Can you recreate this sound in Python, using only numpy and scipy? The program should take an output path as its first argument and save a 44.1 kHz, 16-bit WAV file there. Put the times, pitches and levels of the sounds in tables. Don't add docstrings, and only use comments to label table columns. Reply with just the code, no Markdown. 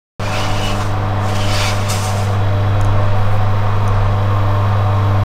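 import sys
import numpy as np
from scipy import signal
from scipy.fft import rfft, irfft, next_fast_len
from scipy.io import wavfile
from scipy.ndimage import uniform_filter1d, map_coordinates

SR = 44100
rng = np.random.default_rng(int(sys.argv[2]) if len(sys.argv) > 2 else 0)


def elevation(decibels):
    levels = np.asarray(decibels, float)
    return 10 ** (levels / 20)


def store_wav(level_fs):
    pcm = np.round(np.clip(np.atleast_2d(level_fs), -1, 1) * 32767)
    wavfile.write(sys.argv[1], SR, pcm.T.astype(np.int16))


N = 237376
MAINS_HZ = 50.02
SPAN_S = (.1959, 5.2361)


def unit(x):
    return x / np.sqrt(np.mean(x ** 2) + 1e-20)


def along(points, hz):
    f, value = np.transpose(points)
    return np.interp(np.log(hz + 1), np.log(f + 1), value)


def curves(rows):
    t_s, *columns = np.transpose(rows)
    return [np.interp(np.arange(N) / SR, t_s, column) for column in columns]


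def wobble(rate_hz):
    knots = rng.standard_normal(int(N * rate_hz / SR) + 4)
    return unit(map_coordinates(knots, [np.arange(N) * rate_hz / SR]))


def swells(rows, rest_db=-120):
    t = np.arange(N) / SR
    power = elevation(2 * rest_db)
    for s, *sides, db in rows:
        width = np.where(t < s, sides[0], sides[-1]) * len(sides) / 2
        power = power + elevation(2 * db) * np.exp(-2 * ((t - s) / width) ** 2)
    return np.sqrt(power)


def filtered(x, response):
    m = next_fast_len(N + SR // 2)
    return irfft(rfft(x, m) * response(np.fft.rfftfreq(m, 1 / SR)), m)[:N]


def resonant(modes):
    def response(f):
        total = 0
        for k, (hz, width, db) in enumerate(modes):
            damping = 1j * f * width
            total = total + (-1) ** k * elevation(db) * damping / (hz * hz - f * f + damping)
        return total
    return response


def patchy(depth_db, bins, frames):
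    z = signal.stft(rng.standard_normal(N), nperseg=512)[2]
    field = uniform_filter1d(rng.standard_normal(z.shape), bins, 0)
    field = uniform_filter1d(field, frames, 1)
    return signal.istft(z * elevation(depth_db * unit(field)), nperseg=512)[1][:N]


def tone(turns, wander_db, rate_hz):
    level = np.sqrt(2) * elevation(wander_db * wobble(rate_hz))
    return level * np.sin(2 * np.pi * (turns + rng.random()))


# t/s, level/dB
SHELL_HUM = [(0.28, -22), (0.35, -22.5), (0.55, -20), (0.64, -22), (1.13, -18), (2.05, -19), (2.4, -15),
             (2.97, -14), (3.06, -15.5), (3.57, -16), (4.91, -14), (5.2, -13.5)]
# t/s, length/s, level/dB
LOADED = [(.35, .3, -36), (.7, .3, -30), (1.38, .4, -31), (2.15, .3, -37.5), (3.9, .5, -41.5),
          (4.7, .2, -34.5), (5.15, .4, -31)]
# multiple of half the mains, level/dB
SHAFT = [(5, -42.5), (7, -40.5), (9, -46), (10, -52), (11, -51.5), (13, -56.5), (16, -44), (17, -45)]
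# t/s, f/Hz
FAN = [(.2, 150.403), (.9, 150.27), (1.6, 150.153), (2.3, 150.421), (3, 150.659), (3.6, 150.053),
       (4.2, 149.457), (4.7, 149.331), (5.25, 149.222)]
# multiple of the blade rate, level/dB
BLADES = [(1, -41.5), (3, -40.5), (5, -36.5), (7, -50.5)]
# multiple, in step at t/s, blade level/dB, mains level/dB
BEATS = [
    (2, .75, -40, -41),
    (4, .425, -33.5, -42),
]


def hum():
    t = np.arange(N) / SR
    level = np.sqrt(2) * elevation(curves(SHELL_HUM)[0] + .3 * wobble(6))
    shell = level * np.sin(4 * np.pi * MAINS_HZ * (t - SPAN_S[1]))
    shell += swells(LOADED, rest_db=-34) * tone(4 * MAINS_HZ * t, wander_db=.9, rate_hz=9)
    shaft = sum(elevation(db) * tone(k * MAINS_HZ / 2 * t, wander_db=2, rate_hz=3.3) for k, db in SHAFT)
    turns = np.cumsum(curves(FAN)[0]) / SR
    blades = sum(elevation(db) * tone(k * turns, wander_db=2, rate_hz=6) for k, db in BLADES)
    for k, s, blade_db, mains_db in BEATS:
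        blade_level = np.sqrt(2) * elevation(blade_db + 1.3 * wobble(7))
        blades += blade_level * np.sin(2 * np.pi * k * (turns - turns[round(s * SR)]))
        blades += np.sqrt(2) * elevation(mains_db) * np.sin(2 * np.pi * k * 3 * MAINS_HZ * (t - s))
    return shell + shaft + blades


# peak t/s, rise/s, fall/s, grind level/dB, hiss over grind/dB
SCRAPES = [(.26, 0.063, 0.11, -30.5, -12.5), (.4, .1, 0.091, -25, -15), (.55, 0.13, 0.15, -30.5, -10.5),
           (.67, 0.076, 0.076, -28.5, -8.5), (.82, .02, 0.022, -31, -22.5), (.81, .1, 0.11, -35, -6),
           (1.29, .015, .03, -30, -11), (1.3, 0.078, .1, -36.5, -4.5), (1.36, 0.011, 0.016, -25.5, -15),
           (1.46, 0.14, 0.12, -28, -10.5), (1.645, 0.14, 0.077, -20, -10.5), (1.75, 0.07, 0.18, -30, -8),
           (1.903, .012, 0.052, -25, 0), (1.96, .05, .05, -28, -4.5), (2.05, 0.13, 0.1, -29, -2.5),
           (2.21, 0.085, 0.04, -33, -5), (2.27, .1, 0.11, -38.5, -5)]
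# f/Hz, level/dB
DULL = [(300, -31), (800, 8), (1500, 8.5), (2300, -8.5), (3500, -28)]
GRIND = [(1000, -24.5), (2300, -2.5), (3000, -3.5), (5000, -7), (7000, -15), (11000, -38)]
HISS = [(2000, -51), (5000, -1), (7000, -2.5), (9300, -2.5), (10500, -12), (14000, -12), (16000, -27.5)]


def slide():
    knots = rng.standard_normal(400)

    def rack_db(f):
        return 4 * np.tanh(map_coordinates(knots, [f / 60], mode="nearest"))

    def grit(spectrum):
        rub = patchy(1.4, 5, 4) * elevation(.65 * wobble(240) + .97 * wobble(35.2))
        return unit(filtered(rub, lambda f: elevation(along(spectrum, f) + rack_db(f))))

    def strokes(hiss_share, db):
        return swells([(s, rise, fall, level + db + hiss_share * bright)
                       for s, rise, fall, level, bright in SCRAPES])

    dull, grind, hiss = grit(DULL), grit(GRIND), grit(HISS)
    return strokes(0, -2.53) * grind + strokes(-.5, -11.5) * dull + strokes(1, .3) * hiss


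# t/s, length/s, f/Hz, level/dB
WIRES = [(.257, .08, 2410, -37), (.347, .08, 1380, -33), (.35, .1, 2600, -33), (.35, .08, 2380, -35),
         (.412, .08, 2930, -31), (.569, .4, 2920, -36), (.666, .19, 2630, -35), (.671, .11, 2930, -29),
         (1.402, .14, 3220, -37), (1.462, .18, 3010, -34), (1.52, .1, 1310, -33), (1.556, .08, 4780, -33),
         (1.561, .11, 5250, -36), (1.57, .07, 1710, -33), (1.576, .11, 4480, -34), (1.61, .08, 2930, -32),
         (1.629, .07, 2460, -32), (1.629, .13, 6680, -39), (1.65, .1, 3500, -34), (1.651, .08, 4610, -33),
         (1.669, .11, 2290, -29), (1.911, .07, 7110, -37), (1.92, .06, 9150, -36), (1.92, .06, 1300, -33),
         (1.92, .06, 7700, -37), (1.92, .06, 3600, -35), (2.058, .1, 8350, -41), (2.06, .09, 6200, -41),
         (2.215, .07, 5100, -43)]


def wires():
    t = np.arange(-SR // 2, SR // 2) / SR
    out = np.zeros(N + SR)
    for s, length, hz, db in WIRES:
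        swell = np.exp(-(2 * t / length) ** 2)
        b, a = signal.iirpeak(hz, hz / (.006 * hz + 25), SR)
        band = swell * signal.lfilter(b, a, rng.standard_normal(SR))
        level = elevation(db + 1.45) * np.linalg.norm(swell) / np.linalg.norm(band)
        out[round(s * SR):][:SR] += level * band
    return out[SR // 2:][:N]


# t/s, length/s, f/Hz, level/dB
THUDS = [
    (1.45, .3, 300, -34.5),
    (1.93, .12, 130, -29.5),
    (2.95, .45, 45, -31),
]


def thuds():
    out = np.zeros(N)
    for s, length, hz, db in THUDS:
        mode = resonant([(hz, .8 * hz, 0)])
        rumble = unit(filtered(rng.standard_normal(N), lambda f: mode(f) ** 2))
        out += swells([(s, length, db)]) * rumble
    return out


# t/s, peak level/dB, main ring f/Hz, upper ring f/Hz, upper ring level/dB
TICKS = [
    (2.8117, -21, 6500, 10400, -6),
    (2.8125, -30, 5200, 7300, 0),
    (2.8473, -23, 6350, 9500, -7),
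    (3.0333, -38, 6200, 8400, -4),
    (3.057, -40, 5900, 7000, -3),
    (3.8782, -23, 6050, 9250, 1),
]


def ticks():
    rise_s, ring_t60_s, crack_t60_s = .0006, .008, .006
    out = np.zeros(N)
    t = np.arange(SR // 20) / SR
    rise = 1 - np.exp(-(t / rise_s) ** 2)
    for s, db, hz, upper_hz, upper_db in TICKS:
        ring = np.sin(2 * np.pi * hz * t) + elevation(upper_db) * np.sin(2 * np.pi * upper_hz * t)
        ring = rise * ring * elevation(-60 * t / ring_t60_s)
        crack = 1.1 * np.sqrt(rise) * rng.standard_normal(len(t)) * elevation(-60 * t / crack_t60_s)
        out[round(s * SR):][:len(t)] += elevation(db + 2.5) * (ring + crack)
    return filtered(out, resonant([(7500, 6000, 0)]))


# f/Hz, level/dB per Hz
AIR = [(20, 4), (42, -2), (70, -8.5), (130, -1.5), (220, -5), (340, -13), (480, -4), (700, 0), (840, -1.5),
       (1640, -9.5), (3900, -23), (8000, -40.5), (11000, -52.5), (15700, -56.5)]
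# f/Hz, width/Hz, level over the rush/dB
CAVITY = [(492, 34, 6), (523.8, 19, 7), (569, 9.9, -13.5), (744, 31, 7.5), (752, 13, -1), (808, 36, -5.5),
          (351, 21, 7.5), (1363, 150, 3.5), (1770, 27, 3.5), (2490, 18, 10), (3260, 110, 3),
          (5540, 1700, 3.5), (8740, 1000, 7.5)]
# f/Hz, width/Hz, level/dB
UPPER = [(924.5, 49, -3), (1048.2, 27.5, 3.5), (1073, 59, 1.5), (1211, 61, -4)]
# t/s, length/s, level/dB
UPPER_FITS = [(1.1, 1.7, -34), (3, 0.32, -31), (3.72, 0.4, -29.5), (4.75, 1.9, -28)]


def air():
    def lift_db(f):
        return sum(db / (1 + (2 * (f - hz) / width) ** 2) for hz, width, db in CAVITY)

    rush = filtered(patchy(.72, 4, 12), lambda f: elevation(along(AIR, f) + lift_db(f)))
    upper = filtered(patchy(.85, 2, 14), resonant(UPPER))
    flutter_db = .35 * wobble(6)
    return elevation(-25 + flutter_db) * unit(rush) + swells(UPPER_FITS, rest_db=-33) * unit(upper)


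# t/s, length/s, level/dB
SLOW_SURGES = [(.47, .5, -20.5), (.88, 0.22, -20), (1.45, .5, -18.5), (1.8, 0.3, -22), (2.45, 0.31, -20),
               (3.27, 0.89, -13), (3.8, 0.43, -18), (4.4, 0.45, -18.5), (4.76, 0.23, -23),
               (5.17, 0.22, -21)]
# t/s, length/s, level/dB
QUICK_SURGES = [(.25, .15, -33), (.66, .4, -22.5), (1.05, .3, -26), (1.55, .4, -23), (2.15, .3, -30),
                (2.55, .3, -24), (2.87, .35, -17.5), (3.2, .3, -25), (4, .35, -17), (4.5, .25, -25),
                (5.07, .2, -29)]


def sway():
    slow = tone(np.cumsum(10.8 + .7 * wobble(2.5)) / SR, wander_db=.3, rate_hz=3)
    quick = tone(np.cumsum(26 + 2.5 * wobble(4)) / SR, wander_db=.6, rate_hz=6)
    return swells(SLOW_SURGES, rest_db=-27) * slow + swells(QUICK_SURGES, rest_db=-32) * quick


# f/Hz, width/Hz, level/dB
LAMINATE = [(11425, 80, -11), (11655, 60, -7), (11878, 65, 2), (12060, 100, -5), (12290, 90, -11),
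            (12500, 90, -9), (12720, 100, -14), (13320, 200, -17), (13600, 100, -16)]
BRACKET = [(14000, 100, -18), (14230, 100, -18), (14460, 80, -11), (14657, 70, 2), (14860, 90, -12),
           (15080, 100, -17)]
COIL = [(3184, 87, -3), (3400, 85, -0.5), (3873, 62, 3)]
# t/s, length/s, level/dB
LAMINATE_FITS = [(2.6, .9, -62), (3.35, .3, -62), (3.85, .2, -61), (4.5, .9, -59.5), (5.15, .6, -61)]
BRACKET_FITS = [(.95, .6, -62), (3.5, .8, -59), (4.5, .6, -61.5), (5.1, .6, -63)]
COIL_FITS = [(2.65, 0.68, -49)]


def buzz():
    at = np.arange(1, N / SR * MAINS_HZ - 1)[:, None] * SR / MAINS_HZ
    taps = np.floor(at) + np.arange(-15, 17)
    shape = np.sinc(taps - at) * np.cos(np.pi * (taps - at) / 32) ** 2
    sizes = elevation(1.4 * rng.standard_normal(at.shape))
    snaps = np.bincount(taps.astype(int).ravel(), (shape * sizes).ravel(), N)

    def rung(modes):
        def response(f):
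            total = 0
            for hz, width, db in modes:
                late = np.exp(-2j * np.pi * f * .01 * rng.random())
                total = total + resonant([(hz, width, db / 2)])(f) ** 2 * late
            return total
        return unit(filtered(snaps, response))

    laminate = swells(LAMINATE_FITS, rest_db=-64) * rung(LAMINATE)
    bracket = swells(BRACKET_FITS, rest_db=-67) * rung(BRACKET)
    coil = swells(COIL_FITS, rest_db=-46) * elevation(.8 * wobble(1.5)) * rung(COIL)
    return laminate + bracket + coil


# t/s, length/s, level/dB
SLEEVE = [
    (3.18, .06, -55.5),
    (3.26, .12, -56.5),
    (3.34, .08, -52),
]
# f/Hz, level/dB
CLOTH = [(5000, -30), (8500, 0), (13000, -2), (16000, -9)]


def sleeve():
    return swells(SLEEVE) * unit(filtered(patchy(1.81, 5, 4), lambda f: elevation(along(CLOTH, f))))


def kitchen(x):
    t60_s = .15
    t = np.arange(SR // 3) / SR
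    tail = rng.standard_normal(len(t)) * elevation(-60 * t / t60_s)
    return signal.fftconvolve(x, tail / np.linalg.norm(tail))[:N]


def scene():
    steel = ticks()
    oven = hum() + air() + sway() + buzz()
    dish = slide() + wires() + thuds() + sleeve()
    return (oven + dish + steel + elevation(-11) * kitchen(steel))[None]


def low_pass(x):
    return signal.sosfilt(signal.butter(12, 16790, fs=SR, output="sos"), x)


def record(dry):
    top_hz, edge_s = 15760, .00005
    t = np.arange(N) / SR
    fade_in = np.clip((t - SPAN_S[0]) / edge_s, 0, 1)
    fade_out = np.clip((SPAN_S[1] - t) / edge_s, 0, 1)
    mix = filtered(dry[0], lambda f: f < top_hz) * fade_in * fade_out
    return low_pass(mix[None])


dry = scene()
out = record(dry)
store_wav(out)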